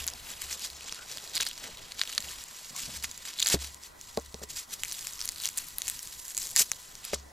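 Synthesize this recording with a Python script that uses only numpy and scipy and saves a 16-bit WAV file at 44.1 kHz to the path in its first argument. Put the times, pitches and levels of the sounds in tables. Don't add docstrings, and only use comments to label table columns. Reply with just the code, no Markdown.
import sys
import numpy as np
from scipy import signal
from scipy.fft import irfft
from scipy.io import wavfile
from scipy.ndimage import uniform_filter1d

SR = 44100
rng = np.random.default_rng(int(sys.argv[2]) if len(sys.argv) > 2 else 0)


def put_to_file(sound):
    columns = np.atleast_2d(sound).T
    safe = np.clip(columns, -1, 1)
    whole_steps = np.round(safe * 32767)
    wavfile.write(sys.argv[1], SR, whole_steps.astype(np.int16))


def makeup_ratio(level_db):
    decades = np.asarray(level_db, float) / 20
    return 10 ** decades


N = 322812


def evened(x):
    return x / np.sqrt(np.mean(x ** 2) + 1e-20)


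def read(points, hz):
    f, value = np.transpose(points)
    return np.interp(np.log(hz + 1), np.log(f + 1), value)


def add(mix, s, sound):
    part = mix[round(s * SR):][:len(sound)]
    part += sound[:len(part)]


def drift(shape, *spans):
    x = rng.standard_normal(shape)
    for axis, span in enumerate(spans):
        size = max(round(span), 1)
        x = uniform_filter1d(uniform_filter1d(x, size, axis), size, axis)
    return evened(x)


def ring(hz, t60, rise, length):
    t = np.arange(round(length * SR)) / SR
    return makeup_ratio(-60 * t / t60) * (1 - np.exp(-t / rise)) * np.sin(2 * np.pi * hz * t)


def band(x, lo_hz, hi_hz):
    return signal.sosfilt(signal.butter(2, [lo_hz, hi_hz], "band", fs=SR, output="sos"), x)


def swells(rows):
    stroke_db = 12
    t = np.arange(0, N + 64, 64) / SR
    s, db, rise, fall = np.array([r[:4] for r in rows]).T[:, :, None]
    return t, db - stroke_db * np.maximum((s - t) / abs(rise), (t - s) / abs(fall))


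def tearing(snaps_per_s=220, spread_db=3.5, clump_db=2.0, colour_db=2.0, crumble_s=0.0025):
    # pitch_hz, level_db [dB per Hz]
    tearing_colour = [(240, -19), (600, -17), (1400, -11), (2400, -7), (4200, -4), (6000, -2), (7700, 1),
                      (8700, -4.5), (12500, -3), (15500, -15.5), (16200, -42)]
    # start_s, resting_contact_db, thick_flesh_depth_db, wet_glove_fizz_db
    grip = [(0, -46, 2, -6), (.35, -55, 1.5, -5.5), (.72, -44.5, -9.5, -16), (.87, -51, -2, -16.5),
            (1.2, -44.5, -5, -11.5), (1.75, -52, 2, -11.5), (2.25, -51.5, -.5, -7), (2.8, -48, -7, -13.5),
            (3.25, -47.5, -2, -11), (3.7, -58, -7, -12.5), (3.93, -68, -6, -10.5), (4.4, -52.5, -10.5, -14),
            (4.75, -78, -5.5, -7.5), (5.6, -49.5, -4.5, -5), (6.1, -47, -7, -6.5), (6.45, -43.5, -16, -8.5),
            (7.05, -53, -2.5, -10.5), (7.32, -64, -21, -38)]
    # peak_s, effort_db, rise_s, fall_s, crackle_share [0-1]
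    tears = [(1.371, -37.5, 0.073, 0.031, 0.2), (1.413, -32, 0.016, 0.031, 0.43),
             (1.47, -41, 0.03, 0.075, 0.3), (2.013, -41.5, 0.062, 0.045, 0.22),
             (2.095, -41, 0.063, 0.14, 0.23), (3.423, -37, .06, 0.11, 0.3), (3.48, -33, 0.06, 0.078, 0.2),
             (4.009, -49, 0.046, 0.69, 0.21), (5.455, -39.5, 0.11, 0.094, 0.32),
             (5.881, -41, 0.11, 0.24, 0.03), (6.594, -16.5, 0.021, 0.024, 0.1),
             (7.143, -25.5, 0.016, 0.0096, 0.3)]
    # peak_s, effort_db, rise_s, fall_s
    rubs = [(0, -41, .1, 0.072), (.308, -42.5, 0.094, 0.064), (.425, -40.5, 0.068, 0.069),
            (.531, -34.5, 0.063, 0.039), (.65, -30, 0.046, 0.033), (.869, -44, 0.33, 0.57),
            (.875, -40, 0.057, 0.034), (1.124, -39, 0.086, 0.08), (1.675, -42, 0.19, 0.037),
            (2.24, -43.5, 0.074, 0.48), (2.383, -41, 0.017, 0.021), (2.636, -45, 0.24, 0.26),
            (2.763, -36, 0.061, 0.32), (2.82, -35.5, 0.11, .035), (2.951, -36, 0.044, 0.05),
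            (3.046, -31, 0.016, 0.013), (3.289, -37.5, 0.058, 0.05), (3.513, -24, .012, 0.011),
            (3.522, -23, .01, .008), (3.537, -19.5, 0.036, 0.013), (3.614, -36, 0.036, 0.1),
            (3.848, -46, 0.048, 0.043), (4.435, -37.5, 0.014, 0.0092), (4.503, -32, .01, 0.019),
            (4.588, -35, 0.058, 0.045), (4.737, -33, 0.029, 0.019), (4.922, -42, 0.2, 0.83),
            (5.587, -42, 0.027, 0.2), (6.311, -40, 0.06, 0.045), (6.43, -37.5, 0.17, 0.32),
            (6.62, -17.5, 0.04, 0.0096), (7.058, -40, 0.037, 0.17), (7.154, -31, .015, .008)]
    rub_crackle = 0.077
    smooth_db = -34

    s, rest_db, depth_db, fizz_db = np.transpose(grip)
    t = np.arange(N) / SR
    at, stroke_db = swells(tears + rubs)
    effort_db = np.maximum(stroke_db.max(axis=0), np.interp(at, s, rest_db))

    torn = (np.array(tears)[:, 4:] * makeup_ratio(stroke_db[:len(tears)] - effort_db)).max(axis=0)
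    crackle = np.maximum(torn, rub_crackle) * makeup_ratio(-np.maximum(effort_db - smooth_db, 0))
    share = np.clip(np.interp(t, at, crackle), 0, 1)

    snap_sizes = makeup_ratio(spread_db * np.minimum(rng.exponential(size=N), 4))
    snaps = snap_sizes * (rng.random(N) < snaps_per_s / SR)
    snaps = evened(signal.lfilter([1], [1, -makeup_ratio(-60 / (crumble_s * SR))], snaps))
    drive = (np.sqrt(share) * snaps + np.sqrt(1 - share)) * rng.standard_normal(N)
    drive *= makeup_ratio(clump_db * drift(N, 420))

    hz, frames, z = signal.stft(drive, SR, nperseg=128, noverlap=96)
    deep = 1 / (1 + (hz / 4300) ** 4)
    fizzy = 1 / (1 + (8600 / (hz + 1)) ** 6)
    crunch = np.exp(-((hz - 4100) / 900) ** 2)
    tilt_db = np.outer(deep, np.interp(frames, s, depth_db) + 6.5)
    tilt_db += np.outer(fizzy, np.interp(frames, s, fizz_db) + 4)
    tilt_db += np.outer(crunch, 16 * np.interp(frames, t, share))
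    z *= makeup_ratio(read(tearing_colour, hz)[:, None] + colour_db * drift(z.shape[::-1], 5.0, 2.5).T)
    z /= np.sqrt(np.mean(abs(z) ** 2))
    sound = signal.istft(z * makeup_ratio(tilt_db), SR, nperseg=128, noverlap=96)[1][:N]
    return sound * makeup_ratio(uniform_filter1d(np.interp(t, at, effort_db), 300) - 18.0)


def breaks():
    # start_s, peak_db, lump_hz, splinter_over_lump_db
    thick_ice = [(0.0835, -16, 4820, -1), (1.1726, -21, 4690, -5), (1.3674, -14, 4550, -12),
                 (1.3786, -13.5, 3400, -1), (1.407, -12.5, 4150, -6), (1.418, -15, 3300, -6),
                 (1.425, -14, 4050, 1), (1.466, -13, 4500, -8), (1.9202, -22, 4400, -6),
                 (1.9944, -19, 4340, -8), (2.015, -6, 4100, -11.5), (2.0356, -18.5, 3360, 3),
                 (2.1792, -8, 4400, -6.5), (2.1814, -12, 3830, -7), (3.0433, -15.5, 2240, -4.5),
                 (3.461, -11, 4570, -10), (3.4774, -13, 3980, 2), (3.5003, -11, 4460, 2),
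                 (4.1735, -18.5, 4400, -4.5), (4.3434, -24, 4170, 1.5), (4.835, -9, 3040, 0),
                 (5.29, -12, 5040, 3), (5.8192, -12.5, 4150, 2), (6.5686, -8.5, 5060, -5)]
    # start_s, peak_db, lump_hz, splinter_hz
    thin_ice = [(.0669, -17, 2280, 11100), (0.0774, -10.5, 4500, 6930), (.419, -18, 2380, 8570),
                (0.528, -17, 4900, 5800), (0.9244, -18, 1410, 5650), (1.115, -24, 4330, 5730),
                (1.354, -15.5, 4570, 7160), (1.41, -10.5, 3660, 6150), (2.2053, -20, 3120, 7150),
                (3.039, -19, 4840, 11100), (3.4707, -6.5, 4150, 6640), (3.487, -8, 3560, 7580),
                (4.8489, -19.5, 2260, 6600), (4.9225, -17, 4610, 5840), (5.0704, -15.5, 2470, 7330),
                (5.2058, -19, 4900, 5840), (5.2551, -17.5, 4310, 10600), (5.4562, -9.5, 4800, 6400),
                (5.4892, -15, 2660, 7410), (5.5746, -12, 3970, 9000), (5.784, -13, 3930, 11340),
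                (5.8805, -10, 2900, 7200), (5.8989, -11.5, 3750, 8700), (6.3776, -11, 5170, 7340),
                (6.5625, -3.5, 5150, 7200), (6.575, -12, 4930, 6240), (6.7167, -7.5, 2310, 6450),
                (7.051, -20.5, 5260, 11000)]
    # start_s, peak_db, splinter_hz
    ice_ticks = [(0.137, -32, 5670), (.6718, -31, 6400), (.946, -27, 7190), (2.094, -27, 6550),
                 (2.15, -23, 6700), (2.439, -23.5, 7500), (2.974, -26, 7360), (3.1137, -23, 6600),
                 (3.177, -26, 7270), (3.7452, -26.5, 7160), (3.836, -28, 5600), (4.914, -21, 6240),
                 (4.9276, -18.5, 10200), (4.992, -22, 6040), (5.2143, -15.5, 5400), (5.2496, -23, 6220),
                 (5.277, -19, 6150), (5.4751, -17.5, 5300), (5.5787, -17, 10500), (5.5819, -13, 7260),
                 (5.686, -25, 12400), (6.0296, -22, 9800), (6.2816, -22, 7490), (6.3484, -20.5, 7060),
                 (6.3687, -17, 6850), (6.4284, -19, 7500), (6.9535, -26, 6000), (7.145, -19, 6800)]
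    splinter_hz, thin_db = 6700, 8.5
    tick_lump_hz, tick_db = 4800, 9
    rows = [(s, db, hz, splinter_hz * makeup_ratio(1.0 * rng.standard_normal()), over_db)
            for s, db, hz, over_db in thick_ice]
    rows += [(s, db, low_hz, hz, thin_db) for s, db, low_hz, hz in thin_ice]
    return rows + [(s, db, tick_lump_hz, hz, tick_db) for s, db, hz in ice_ticks]


def cracking(body_hz=1750, body_db=-12):
    out = np.zeros(N)
    for (s, db, low_hz, high_hz, high_db), dice in zip(breaks(), rng.standard_normal((200, 400))):
        snap = ring(low_hz, 0.0022, 0.00019, .009)
        snap += makeup_ratio(high_db) * ring(high_hz, 0.002, .0001, .009)
        snap -= makeup_ratio(body_db) * ring(body_hz * makeup_ratio(1.1 * dice[-1]), 0.0029, 0.00062, .009)
        snap += makeup_ratio(high_db - 6.5) * ring(min(1.445 * high_hz, 14000), 0.002, .0001, .009)
        crumbs = 0.077 * dice[:len(snap)] * makeup_ratio(-60 * np.arange(len(snap)) / SR / 0.02)
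        crumbs[4] += .6
        snap += band(crumbs, 790, np.clip(9500 + 450 * high_db, 5000, 17000))
        add(out, s, makeup_ratio(db) * snap / abs(snap).max())
    return out


def chipping(rows, cycles, grit_db, trim_db):
    out = np.zeros(N)
    for (s, db, hz), dice in zip(rows, rng.standard_normal((len(rows), 500))):
        chip = ring(hz, cycles / hz, 1.3 / hz, 2 * cycles / hz)
        grit = band(dice * makeup_ratio(-60 * np.arange(len(dice)) / SR / 0.0098), 2100, 12000)
        add(out, s, makeup_ratio(db + trim_db) * chip / abs(chip).max())
        add(out, s, makeup_ratio(db + trim_db + grit_db) * grit)
    return out


def small_chips():
    # start_s, peak_db, pitch_hz
    chip_hits = [(0.0028, -28, 2860), (0.0078, -26, 3320.0), (0.042, -22, 6120.0),
                 (0.0889, -23.0, 6680.0), (0.101, -24, 6800.0), (0.1362, -26, 4870.0),
                 (0.3042, -26, 7060), (0.4581, -28, 6980.0), (0.4978, -28, 5600.0), (0.5325, -19, 6070.0),
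                 (0.5946, -24.5, 6070.0), (0.6063, -28, 6200.0), (0.6484, -20.5, 5000.0),
                 (0.6717, -26, 5170.0), (0.7014, -24.5, 4400), (0.8086, -31.5, 2890.0),
                 (0.8947, -25, 3270), (1.1171, -26.5, 6030.0), (1.1232, -24.0, 4570.0),
                 (1.1827, -25.5, 3500), (1.2413, -30, 5810.0), (1.276, -27, 4170),
                 (1.2968, -27.5, 7060.0), (1.3354, -26, 4480.0), (1.3424, -30, 3700.0),
                 (1.3495, -26.0, 4310.0), (1.36, -15, 4690.0), (1.3653, -21, 4350.0),
                 (1.373, -16, 4440.0), (1.3769, -18, 3570.0), (1.3895, -24, 4820.0),
                 (1.4025, -20.5, 1680.0), (1.4041, -23, 2710.0), (1.4294, -17.0, 6680.0),
                 (1.4319, -20, 4280), (1.4518, -20, 9170.0), (1.4536, -32, 3530.0),
                 (1.4626, -23.5, 4350.0), (1.4692, -20, 4440.0), (1.4734, -16, 4570.0),
                 (1.4878, -19, 9560.0), (1.5123, -26, 3100.0), (1.5142, -29, 3530.0), (1.578, -25, 4850),
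                 (1.7725, -29.5, 3900), (2.0244, -24.0, 4480.0), (2.0749, -21, 3450.0),
                 (2.2034, -26, 4130.0), (2.2244, -24, 4390.0), (2.2935, -33, 7150.0),
                 (2.7636, -19, 6980.0), (2.8031, -22.0, 6550.0), (2.8234, -32, 6680.0),
                 (3.026, -22, 4820.0), (3.403, -14, 6590.0), (3.4182, -16.0, 4310.0), (3.4222, -21, 3960),
                 (3.4304, -21, 6330.0), (3.4465, -19, 6850.0), (3.4483, -20, 7240.0),
                 (3.4516, -24.5, 7320.0), (3.4628, -20, 4350.0), (3.465, -22, 4650.0),
                  (3.4746, -17.5, 6890.0), (3.4798, -14.0, 6800.0), (4.0126, -26, 6460.0),
                  (4.5867, -29, 5930), (4.7388, -19, 7340), (4.8543, -28, 2340), (5.1346, -21.5, 6340),
                  (5.1925, -22, 5600.0), (5.2236, -22, 5340.0), (5.2407, -24.5, 4910.0),
                  (5.295, -24, 4910.0), (5.3205, -26.0, 7620.0), (5.3602, -25, 4390.0),
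                  (5.4012, -23, 4690.0), (5.4174, -25, 7580.0), (5.42, -21, 7360.0),
                  (5.4222, -26.5, 5600.0), (5.4275, -22, 7540.0), (5.431, -27, 7750.0),
                  (5.4429, -27, 7490.0), (5.4448, -27.0, 7540.0), (5.4469, -22.0, 6930.0),
                  (5.4497, -19, 3160), (5.4713, -20.0, 7150.0), (5.4876, -20, 6370.0), (5.5863, -12, 7550),
                  (5.871, -20, 6330.0), (5.8827, -18, 9130.0), (5.886, -14, 6850), (5.9921, -23.5, 6000),
                  (6.0737, -24, 7540.0), (6.1992, -27.5, 7240.0), (6.3057, -23, 7450.0),
                  (6.3821, -25, 7320.0), (6.3862, -17, 7450.0), (6.4065, -27.0, 6370.0),
                  (6.4135, -23.5, 6980.0), (6.4178, -20, 5400), (6.4227, -27.5, 5300.0),
                  (6.432, -23, 7880.0), (6.439, -23, 5300.0), (6.4446, -25.5, 5250.0),
                  (6.4501, -28.0, 5170.0), (6.4527, -26.0, 7580.0), (6.4562, -25.0, 6720.0),
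                  (6.464, -23, 7800.0), (6.4704, -20, 6630.0), (6.4759, -23, 7920.0), (6.4911, -26, 6720.0),
                  (6.5011, -24, 7240.0), (6.5075, -25, 7410.0), (6.514, -21, 10510.0),
                  (6.5184, -30, 6850.0), (6.5201, -28.5, 6800.0), (6.5547, -24.5, 7750.0),
                  (6.5773, -12, 5900.0), (7.1339, -23, 2240.0)]
    return chipping(chip_hits, cycles=9.7, grit_db=-6, trim_db=-3.0)


def frozen_chunks():
    # start_s, peak_db, pitch_hz
    chunk_hits = [(.808, -39, 2410), (.9243, -30.5, 2600), (3.3878, -21, 3900), (3.3892, -24, 3600),
                  (3.3968, -17.5, 3660), (3.3968, -15, 6900), (3.4012, -14.5, 4300), (3.4012, -13, 7300),
                  (3.4256, -8.5, 3680), (3.4281, -12.5, 3830), (3.4281, -11, 6500), (1.4025, -19, 3600),
                  (1.3729, -30, 2190), (1.4297, -25, 2530), (4.3425, -40, 523), (4.4165, -41, 477),
                  (5.0698, -25.5, 5250), (3.568, -38, 1900), (6.555, -34, 1930), (6.5635, -19.5, 1850),
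                  (6.5925, -11, 6900), (6.5955, -7, 7700), (6.597, -13, 6800), (6.619, -17, 7400),
                  (2.128, -29, 3000), (2.2865, -27, 3100), (4.4255, -40, 1750), (4.889, -29, 5000),
                  (4.908, -31, 4500), (4.9435, -32, 3500), (5.009, -29, 9000), (5.156, -29, 6000),
                  (5.184, -31, 5600), (6.734, -28, 4000), (7.1322, -26, 600), (7.134, -28.5, 1230),
                  (7.137, -31, 1710), (7.157, -41, 1150), (7.1425, -33, 565)]
    return chipping(chunk_hits, cycles=14.3, grit_db=-12, trim_db=-2)


def squeak(rough_db=6.5):
    # start_s, length_s, from_hz, to_hz, level_db
    slips = [
        (.945, .06, 1450, 1300, -53),
        (.975, .075, 1290, 1560, -49),
        (2.7, .12, 1000, 1200, -50),
        (2.72, .1, 700, 800, -54),
    ]
    out = np.zeros(N)
    for s, length, from_hz, to_hz, db in slips:
        n = round(length * SR)
        hz = np.linspace(from_hz, to_hz, n) * (1 + 0.046 * drift(n, 90))
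        level = makeup_ratio(db + rough_db * drift(n, 110) - 1.5) * np.hanning(n)
        add(out, s, level * np.sin(2 * np.pi * np.cumsum(hz) / SR))
    return out


def stump():
    # start_s, peak_db, blow_ms, ring_factor [ratio], dull_thud_db
    landings = [(1.401, -41.5, 1, 1.2, -7), (2.707, -43, 1.4, 1.35, 9), (2.867, -54, 3.9, 1, 7),
                (3.5416, -13.5, 0.76, 0.954, 6), (3.555, -28, 2.3, 0.736, -9),
                (4.1742, -18, 0.34, 1.09, -15), (4.185, -31, 0.39, 1.4, -1), (4.3425, -30, 0.55, 1.07, 6),
                (4.416, -33.5, 0.89, 1.04, 0), (4.434, -35.5, 0.46, 1, -4), (6.606, -33, 0.75, 1.03, -2),
                (7.1324, -22.5, 0.29, 1, -18), (7.139, -39, 1.2, 1.12, -26)]
    # pitch_hz, level_db, t60_s
    wood_modes = [(222, -1, 0.04), (421.6, 3.5, 0.046), (547, 13.5, 0.014), (700, -4.5, 0.033),
                  (1000, -7.5, 0.038), (1270, -23, 0.023), (2130, -36, 0.013)]
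    # start_s, peak_db
    shoves = [(0.004, -47.5), (0.438, -51), (0.711, -54), (2.236, -51.5), (2.856, -56), (2.963, -48),
              (3.54, -36), (4.171, -47.5), (4.343, -51), (4.418, -56), (6.578, -58), (7.135, -43)]
    thud_hz, thud_t60 = 158, 0.023
    rock_hz, rock_t60 = 68.8, 0.54
    out = np.zeros(N)
    for s, db, blow_ms, factor, thud_db in landings:
        blow = np.hanning(max(round(blow_ms * SR / 1000), 3))
        wood = sum(makeup_ratio(g) * ring(hz * factor, t60, 0.0016, .12) for hz, g, t60 in wood_modes)
        thud = makeup_ratio(thud_db) * ring(thud_hz, thud_t60, 0.00063, .12)
        knock = np.convolve(wood - thud, blow)
        add(out, s, -makeup_ratio(db) * knock / abs(knock).max())
    for s, db in shoves:
        add(out, s, makeup_ratio(db + 4.5) * ring(rock_hz, rock_t60, 0.0023, .6))
    return out


def pressing():
    # peak_s, rumble_db, rise_s, fall_s, creak_over_rumble_db
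    hand_leans = [(0, -60, .1, 3.8, 12.5), (1.43, -64, .8, .15, 18), (1.66, -51, 0.075, 0.089, 11),
                  (2.26, -54.5, 0.26, 0.1, 9), (2.92, -50.5, 0.22, 0.21, 5.5), (3.54, -54, 0.11, 0.17, 9.5),
                  (4.19, -62.5, .25, .2, -7), (4.4, -54, 0.071, 0.062, 8), (5.6, -64.5, 1.6, .8, -6),
                  (6.6, -60, 0.23, 0.22, 14), (7.32, -61, 0.91, .1, 9.5)]
    s, lean_db = swells(hand_leans)
    rumble_db = lean_db.max(axis=0)
    creak_db = (lean_db + np.array(hand_leans)[:, 4:]).max(axis=0)
    t = np.arange(N) / SR
    lumps = rng.standard_normal(N) * makeup_ratio(4.4 * drift(N, 640))
    rumble = evened(band(lumps, 127, 273)) * makeup_ratio(np.interp(t, s, rumble_db) - 4.0)
    creak = evened(band(lumps, 343, 834)) * makeup_ratio(np.interp(t, s, creak_db) - 10.5)
    return rumble + creak


def yard():
    # pitch_hz, level_db [dB per Hz]
    air_colour = [(20, 2.5), (65, -2.5), (150, -10), (500, -11), (1200, -9.5), (2900, -20), (7500, -20),
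                  (13900, -22), (15600, -25), (16200, -40)]
    # pitch_hz, width_hz, level_db
    far_hums = [
        (1005, 40, -67),
        (1956, 19, -68),
    ]
    # pitch_hz, likeness [-1 to 1]
    likeness = [(60, 1), (130, 0.53), (300, -0.0053), (640, -0.6), (1400, 0.13), (6800, 1), (15000, -0.49)]
    air_db = -55
    frames, hz = N // 256 + 5, np.fft.rfftfreq(1024, 1 / SR)
    a, b, c, d = rng.standard_normal((frames, len(hz), 4)).T
    same = np.clip(read(likeness, hz), -1, 1)[:, None]
    left = a + 1j * b
    z = np.array([left, same * left + np.sqrt(1 - same ** 2) * (c + 1j * d)])
    patches = makeup_ratio(4.6 * drift((frames, len(hz)), 8, 10).T)
    hum = sum(makeup_ratio(db) ** 2 / width * np.exp(-((hz - f) / width) ** 2) for f, width, db in far_hums)
    air = makeup_ratio(read(air_colour, hz)) ** 2
    air *= makeup_ratio(air_db) ** 2 / (air.sum() * hz[1])
    z = z * np.sqrt(air[:, None] * patches + hum[:, None])
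    sound = signal.istft(z, nperseg=1024, noverlap=768)[1][:, :N]
    return evened(sound) * np.sqrt((air + hum).sum() * hz[1])


def ports(x, offside, echo_db):
    # pitch_hz, lead [radians]
    port_lead = [(0, -1.6), (780, 1.89), (1030, 1.16), (2670, 0.77), (9300, -0.82), (13100, -0.6),
                 (16500, 3)]
    # pitch_hz, level_db
    port_lean = [(200, 0), (800, 1.5), (2400, -0.7), (5500, -0.7), (9000, 2), (11500, 2)]
    hz = np.fft.rfftfreq(512, 1 / SR)
    phase = .5j * offside * read(port_lead, hz) * np.minimum(hz / 420, 1) ** 2
    half = makeup_ratio(read(port_lean, hz) / 2) * np.exp(phase)
    pair = np.roll(irfft([half, 1 / half]), 256, axis=1) * np.hanning(512)
    echoes = rng.standard_normal((2, 1200)) * makeup_ratio(-60 * np.arange(1200) / SR / 0.017)
    echoes = np.diff(echoes, prepend=0) * (np.arange(1200) > 30)
    echoes *= makeup_ratio(echo_db) / np.linalg.norm(echoes[0])
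    direct = signal.oaconvolve(x[None], pair, axes=1)[:, 256:N + 256]
    return direct + signal.oaconvolve(x[None], echoes, axes=1)[:, :N]


def scene():
    hands = tearing() + cracking() + squeak()
    hands += small_chips() + frozen_chunks()
    sway = .2 * np.diff(hands, prepend=0) * drift(N, 500)
    near = ports(hands, 0.85, echo_db=-17.5) + np.outer([1, -1], sway)
    wood = ports(stump() + pressing(), .55, echo_db=-30)
    return near + wood + yard()


def band_limit(x):
    return signal.sosfilt(signal.butter(12, 16970, fs=SR, output="sos"), x)


def record(dry):
    ceiling, edge_hz = .95, 16800
    edge = signal.firwin(255, edge_hz, window=("kaiser", 9), fs=SR)
    limited = ceiling * np.tanh(dry / ceiling)
    return band_limit(signal.oaconvolve(limited, edge[None], "same", axes=1))


dry = scene()
out = record(dry)
put_to_file(out)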